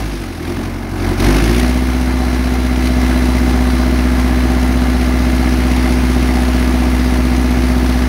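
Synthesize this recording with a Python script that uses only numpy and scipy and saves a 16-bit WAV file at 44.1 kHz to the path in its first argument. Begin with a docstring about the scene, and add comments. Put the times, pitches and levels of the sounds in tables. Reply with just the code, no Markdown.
"""A four-cylinder diesel drives a deck pump: it sags, recovers to an idle, revs up under load, then runs steadily.
From the start the exhaust throbs in shaft orders, each firing gates the exhaust roar and clatters in the
block, and the water jet hisses across the steel deck in coloured noise that pulses with the pump drive.
After the rev-up a narrow band of noise whistles along the jet, and later a band of grainy noise rises
as the shells swept by the jet rattle over the deck."""
import sys
import numpy as np
from scipy import signal
from scipy.fft import rfft, irfft, next_fast_len
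from scipy.io import wavfile
from scipy.ndimage import uniform_filter1d

SR = 44100
rng = np.random.default_rng(int(sys.argv[2]) if len(sys.argv) > 2 else 0)


def decibels_to_gain(level_db):
    """Convert a level in decibels to a linear amplitude gain (20 dB per decade)."""
    exponent = np.asarray(level_db, float) / 20
    return 10 ** exponent


def generate_wav(sig):
    """Save sig (samples, or channels by samples) to the path in sys.argv[1] as 16-bit PCM at SR."""
    pcm = np.round(np.clip(np.atleast_2d(sig).T, -1, 1) * 32767).astype(np.int16)
    wavfile.write(sys.argv[1], SR, pcm)


N = 356328

# Engine speed. Each row: time in seconds, firings a second in Hz.
ENGINE_SPEED = [(0, 55.41), (.08, 52.72), (.34, 42.62), (.4, 39.24), (.5, 43.07), (.65, 46.2), (.8, 46.21),
                (1.19, 45.15), (1.3, 49.46), (1.55, 58.59), (1.7, 62.34), (1.8, 63.04), (2.3, 62.87),
                (3.1, 62.6), (5.4, 62.6), (6.6, 62.42), (8.08, 62.42)]
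# Levels of exhaust and jet as heard; both rise together shortly before 3.05 s at a nearly steady speed.
# Each row: time in seconds, exhaust reference level in dB, level of the jet in dB.
HEARD_LEVELS = [(0, -28, -36), (.13, -30, -34), (.4, -32.5, -39.5), (.47, -28.5, -37), (.68, -29, -38.5),
                (.88, -31, -41.5), (1.01, -26, -34.5), (1.1, -23, -34.5), (1.17, -26.5, -34.5),
                (1.24, -19, -26.5), (1.4, -22, -27.5), (1.62, -23.5, -28.5), (1.85, -25, -32.5),
                (2.7, -25, -33), (3.05, -23, -31), (4.9, -23.5, -32.5), (5.3, -23.5, -31),
                (8.08, -23.5, -31.5)]
# The cylinders in firing order. Each row: relative strength of the blow in dB, lateness in firing gaps.
CYLINDERS = [(-7, -.18), (-3.8, -.22), (1.7, -.39), (0, -.37)]
# What the exhaust pipe passes of the firing harmonics. Each row: frequency in Hz, level in dB over the
# exhaust reference, before the load lift and the tilts.
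PIPE = [(39, -8), (45, 2.5), (50, 7.5), (56, 8.5), (62, 9.5), (88, 5), (95, 3.5), (102, -8), (111, 2),
        (125, -8.5), (136, -6.5), (149, 1), (165, -4), (187, -5), (197, -12), (228, 2.5), (250, 5.5),
        (270, -3), (312, -10.5), (345, 3), (375, -9.5), (437, -24), (500, -15), (560, -26.5), (625, -16)]
# Orders from unequal cylinders, odd multiples of the engine cycle. Each row: frequency in Hz, level in dB
# over the exhaust reference at full speed, before the load lift and tilt.
PER_CYCLE = [(16, -37), (47, -22), (78, -22), (110, -10), (140, -8.5), (203, -14), (234, -4), (265, -18),
             (297, -10), (330, -10), (360, -21), (420, -18.5), (460, -26.5), (560, -30.5), (610, -19)]
# The same for odd multiples of the shaft turn. Each row: frequency in Hz, level in dB over the reference.
PER_TURN = [(31, -36), (94, -55), (156, -25), (219, -11), (281, -12.5), (344, -11.5), (406, -29.5),
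            (470, -22), (600, -33)]
# Unequal orders at low speed. Each row: frequency in Hz, level in dB over the reference, before load lift and tilt.
LUMPY_IDLE = [(30, -28), (56, -11), (75, -27), (105, -14), (150, -15), (190, -19), (235, -13.5),
              (290, -7.5), (350, -8.5), (385, -19), (450, -23)]
# Silencer chambers that delay the orders passing near them. Each row: centre in Hz, half width in Hz.
CHAMBERS = [(70, 45), (227, 65), (381, 43)]
# Colour of the gas roar. Each row: frequency in Hz, relative level in dB per Hz.
ROAR_COLOUR = [(25, -30), (60, -6.5), (110, -1), (190, -6.5), (250, -2.5), (340, 1.5), (420, -10.5),
               (520, -17), (620, -6.5), (700, -7), (765, -3), (810, -10.5), (1200, -15.5), (2500, -35)]
# Colour of the loose block clatter. Each row: frequency in Hz, relative level in dB per Hz.
BLOCK_COLOUR = [(470, -24), (800, -2), (1110, -1.5), (1680, 1), (1840, -3.5), (2090, -3.5), (3210, -14),
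                (6110, -15), (7000, -36), (9100, -67), (15400, -120)]
# Ringing parts of the block. Each row: centre in Hz, width in Hz, gain at the centre in dB.
BLOCK_RINGS = [(1184, 41, -12.5), (1688, 114, 3), (2124, 130, -1.5), (4280, 130, -1)]
# Strongest orders that repeat in the clatter. Each row: multiple of the engine cycle, peak in dB over the block.
REPEATING_CLATTER = [(41, -10.5), (44, -12.5), (49, -14), (55, -13.5), (59, -15), (67, -14.5), (68, -20.5),
                     (75, -14), (77, -16.5), (83, -20), (88, -12.5), (93, -14), (109, -14), (126, -15),
                     (130, -13), (136, -19.5)]
# Treble balance of the hiss as heard, with two dips, near 7.4 and 14 kHz, that are not the jet's own.
# Each row: frequency in Hz, relative level in dB per Hz.
HEARD_HISS = [(1350, -27), (2300, -2.5), (3250, -7), (3700, -7.5), (4000, -7.5), (4300, -7), (6080, -11),
              (6750, -14), (7380, -23.5), (9390, -13), (11600, -15.5), (13900, -29), (15100, -22),
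              (15700, -19)]
# Details around the jet. Each row: time in seconds, whistle near the nozzle in dB, rattle of swept shells in dB.
WHISTLE_AND_SHELLS = [(0, -62, -52), (1.7, -58, -52), (2.1, -43, -55), (4.9, -46, -45), (5.3, -43, -43),
                      (5.7, -53, -40), (7, -57, -43), (8.08, -57, -42)]
# Faint orders of valve-gear noise, in multiples of the engine cycle: the first, and one past the last.
FAINT_ORDERS = (42, 150)

ORDER_COUNT = 40  # exhaust orders, in multiples of the engine cycle
IDLE_DULL_DB = -2  # per octave: firing harmonics fade at low speed
PULL_BRIGHT_DB = 0.5  # per octave, while the engine pulls
BLOCK_DB = -4.5  # block clatter over the exhaust reference
FAINT_DB, FAINT_SCATTER_DB, FAINT_FALL_DB = -23, 3, -3  # peak over the block; scatter; fall per octave


def unit(x):
    """Scaled to rms 1."""
    return x / np.sqrt(np.mean(x ** 2) + 1e-20)


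def curves(rows):
    """One value per sample for each column after the time."""
    s, *cols = np.transpose(rows)
    return [np.interp(np.arange(N) / SR, s, c) for c in cols]


def along(points, hz):
    """(Hz, value) points read on a log axis."""
    f, v = np.transpose(points)
    return np.interp(np.log(hz + 1), np.log(f + 1), v)


def wobble(rate):
    """A random curve, rate knots a second."""
    knots = rng.standard_normal(int(N * rate / SR) + 2)
    return np.interp(np.arange(N) * rate / SR, np.arange(len(knots)), knots)


def filtered(x, response):
    """x passed through a complex response of frequency."""
    m = next_fast_len(N + 8192)
    return irfft(rfft(x, m) * response(np.fft.rfftfreq(m, 1 / SR)), m)[:N]


def rush(spectrum, patchy_db):
    """Coloured noise of rms 1 with patches of random gain over time and frequency."""
    z = signal.stft(rng.standard_normal(N), nperseg=512)[2]
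    field = uniform_filter1d(rng.standard_normal(z.shape), size=6, axis=0)
    field = uniform_filter1d(field, size=10, axis=1)
    x = signal.istft(z * decibels_to_gain(patchy_db * unit(field)), nperseg=512)[1][:N]
    return unit(filtered(x, lambda hz: decibels_to_gain(along(spectrum, hz))))


def firings():
    """Firings counted along the engine's turning, and the firing rate in Hz."""
    rate = curves(ENGINE_SPEED)[0]
    return np.cumsum(rate) / SR + 3.65, rate  # starts part-way through a cycle


def load():
    """0 when coasting or steady, near 1 while the engine pulls itself up to speed."""
    pull = uniform_filter1d(np.gradient(firings()[1]) * SR, size=3000)
    return np.clip(pull / 25, 0, 1)


def gate(lead, sharp, scatter_db, uneven):
    """A swell on every firing: quick rise, slower fall, new size each time."""
    turn = firings()[0] + lead
    which, part = turn.astype(int), turn % 1
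    size_db = scatter_db * rng.standard_normal(which[-1] + 1)[which]
    blow_db = np.transpose(CYLINDERS)[0]
    size_db = size_db + uneven * blow_db[which % len(CYLINDERS)]
    return unit(decibels_to_gain(size_db) * part * np.exp(-sharp * part) * (1 - part))


def exhaust():
    """Shaft orders through the pipe; unequal cylinders fill the orders between firing harmonics and set timing."""
    turn, rate = firings()
    exhaust_db = curves(HEARD_LEVELS)[0]
    fast = np.clip((rate - 47) / 14, 0, 1)  # 0 at idle, 1 at full speed
    blow_db, late = np.transpose(CYLINDERS)
    count = len(CYLINDERS)
    out, pull = np.zeros(N), load()
    for k in range(1, ORDER_COUNT + 1):
        is_firing = k % count == 0
        order_hz = k * rate / count
        family = PIPE if is_firing else PER_CYCLE if k % 2 else PER_TURN
        passed_db = along(family, order_hz)
        if not is_firing:
            passed_db = fast ** 2 * passed_db + (1 - fast ** 2) * along(LUMPY_IDLE, order_hz)
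        tilt_db = is_firing * IDLE_DULL_DB * (1 - fast) + PULL_BRIGHT_DB * pull
        db = exhaust_db + passed_db + 0.43 * pull + tilt_db * np.log2(max(k / count, 1))
        # the late, unequal blows add up to one phase for this order
        blows = decibels_to_gain(blow_db) * np.exp(-2j * np.pi * k * (np.arange(count) + late) / count)
        timing = np.angle(np.sum(blows))
        timing = timing - sum(2 * np.arctan((order_hz - hz) / width) for hz, width in CHAMBERS)
        # at low speed each blow-down is drawn out, its higher orders trailing
        timing = timing - .035 * (1 - fast ** 2) * k * k
        # higher orders are less steady; their level wavers more at low speed
        shake = np.sqrt(k / 16)
        timing = timing + .13 * shake * wobble(9)
        waver_db = (0.1 + 1.4 * (1 - fast)) * shake * wobble(12)
        out += decibels_to_gain(db + waver_db) * np.sin(2 * np.pi * k * turn / count + timing)
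    return np.sqrt(2) * out


def roar():
    """Turbulent gas in the pipe, puffing with each firing."""
    puffs = 0.82 + 0.5 * gate(lead=0.22, sharp=1.74, scatter_db=1.5, uneven=0.05)
    gas = unit(puffs * rush(ROAR_COLOUR, patchy_db=1.6))
    return decibels_to_gain(curves(HEARD_LEVELS)[0] - 1.0) * gas


def block_modes(hz):
    """Response of the block: a plain path plus ringing parts of alternating sign."""
    response = 0.59
    for k, (centre, width, db) in enumerate(BLOCK_RINGS):
        ring = 1j * hz * width / (centre * centre - hz * hz + 1j * hz * width)
        response = response + (-1) ** k * decibels_to_gain(db) * ring
    return response


def faint_clatter(cycle):
    """One random cycle of small valve-gear noises, played over and over."""
    k = np.arange(*FAINT_ORDERS)
    scatter, phase = rng.standard_normal(len(k)), rng.uniform(0, 2 * np.pi, len(k))
    level_db = FAINT_DB + FAINT_SCATTER_DB * scatter + FAINT_FALL_DB * np.log2(k / k[0])
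    size = 4096  # points in the cycle
    lines = np.zeros(size // 2 + 1, complex)
    lines[k] = decibels_to_gain(level_db) * np.exp(1j * phase)
    table = irfft(lines, size) * size / 2
    angle = np.arange(size) * 2 * np.pi / size
    return np.interp(cycle + 0.0055 * wobble(12), angle, table, period=2 * np.pi)


def block():
    """Combustion knock and valve clatter just ahead of each exhaust pulse; part of it repeats every cycle."""
    # hard pulling adds a short, sharp diesel knock
    sharp_knock = 0.6 * load() * gate(lead=0.12, sharp=14, scatter_db=4, uneven=.1)
    knocks = 1.5 + gate(lead=0.44, sharp=3.0, scatter_db=1.5, uneven=0.12) + sharp_knock
    knocks = knocks * decibels_to_gain(1.7 * wobble(500))
    loose = decibels_to_gain(-1.5) * unit(filtered(knocks * rush(BLOCK_COLOUR, patchy_db=0.87), block_modes))
    cycle = 2 * np.pi * firings()[0] / len(CYLINDERS)
    repeating = np.zeros(N)
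    for k, db in REPEATING_CLATTER:
        level = decibels_to_gain(db + 1.7 * wobble(6))
        phase = rng.uniform(0, 2 * np.pi) + 0.55 * wobble(12)
        repeating += level * np.cos(round(k) * cycle + phase)
    clatter = loose + repeating + faint_clatter(cycle)
    return decibels_to_gain(curves(HEARD_LEVELS)[0] + BLOCK_DB) * clatter


def jet():
    """The jet's hiss, pulsing with the pump drive, gritty with thrown shells and drops."""
    pulse = 1.35 + 0.62 * gate(lead=0.36, sharp=2.5, scatter_db=3.5, uneven=0.11)
    pulse = pulse + 0.48 * load() * gate(lead=0.11, sharp=11, scatter_db=2.0, uneven=.1)
    grit = decibels_to_gain(1.3 * wobble(2500) + 0.42 * wobble(8.3) + 0.35 * wobble(40))
    hiss = unit(pulse * grit * rush(HEARD_HISS, patchy_db=0.95))
    return decibels_to_gain(curves(HEARD_LEVELS)[1]) * hiss


def whistle():
    """Air torn along the jet sings in a narrow band."""
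    band = lambda hz: 1 / (1 + ((hz - 4030) / 80) ** 4)
    tone = unit(filtered(rng.standard_normal(N), band))
    return decibels_to_gain(curves(WHISTLE_AND_SHELLS)[0] + 1.3 * wobble(9.7)) * tone


def shells():
    """Shells rattle densely over the deck, louder once the jet bites into the heap."""
    band = lambda hz: 1 / (1 + ((hz - 2600) / 450) ** 4)
    grains = decibels_to_gain(4.2 * wobble(300) + 1.5 * wobble(12)) * rng.standard_normal(N)
    return decibels_to_gain(curves(WHISTLE_AND_SHELLS)[1]) * unit(filtered(grains, band))


def scene():
    """Engine and jet in open air."""
    return (exhaust() + roar() + block() + jet() + whistle() + shells())[None]


def band_limit(x):
    """A steep low-pass at the top of the band."""
    return signal.sosfilt(signal.butter(12, 15900, fs=SR, output="sos"), x)


def record(dry):
    """A small microphone: peaks saturate softly, then the top is cut off sharply."""
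    saturated = dry / (1 + np.abs(dry / .98) ** 6) ** (1 / 6)
    mix = filtered(saturated[0], lambda hz: hz < 15760)[None]
    return band_limit(mix)


dry = scene()
out = record(dry)
generate_wav(out)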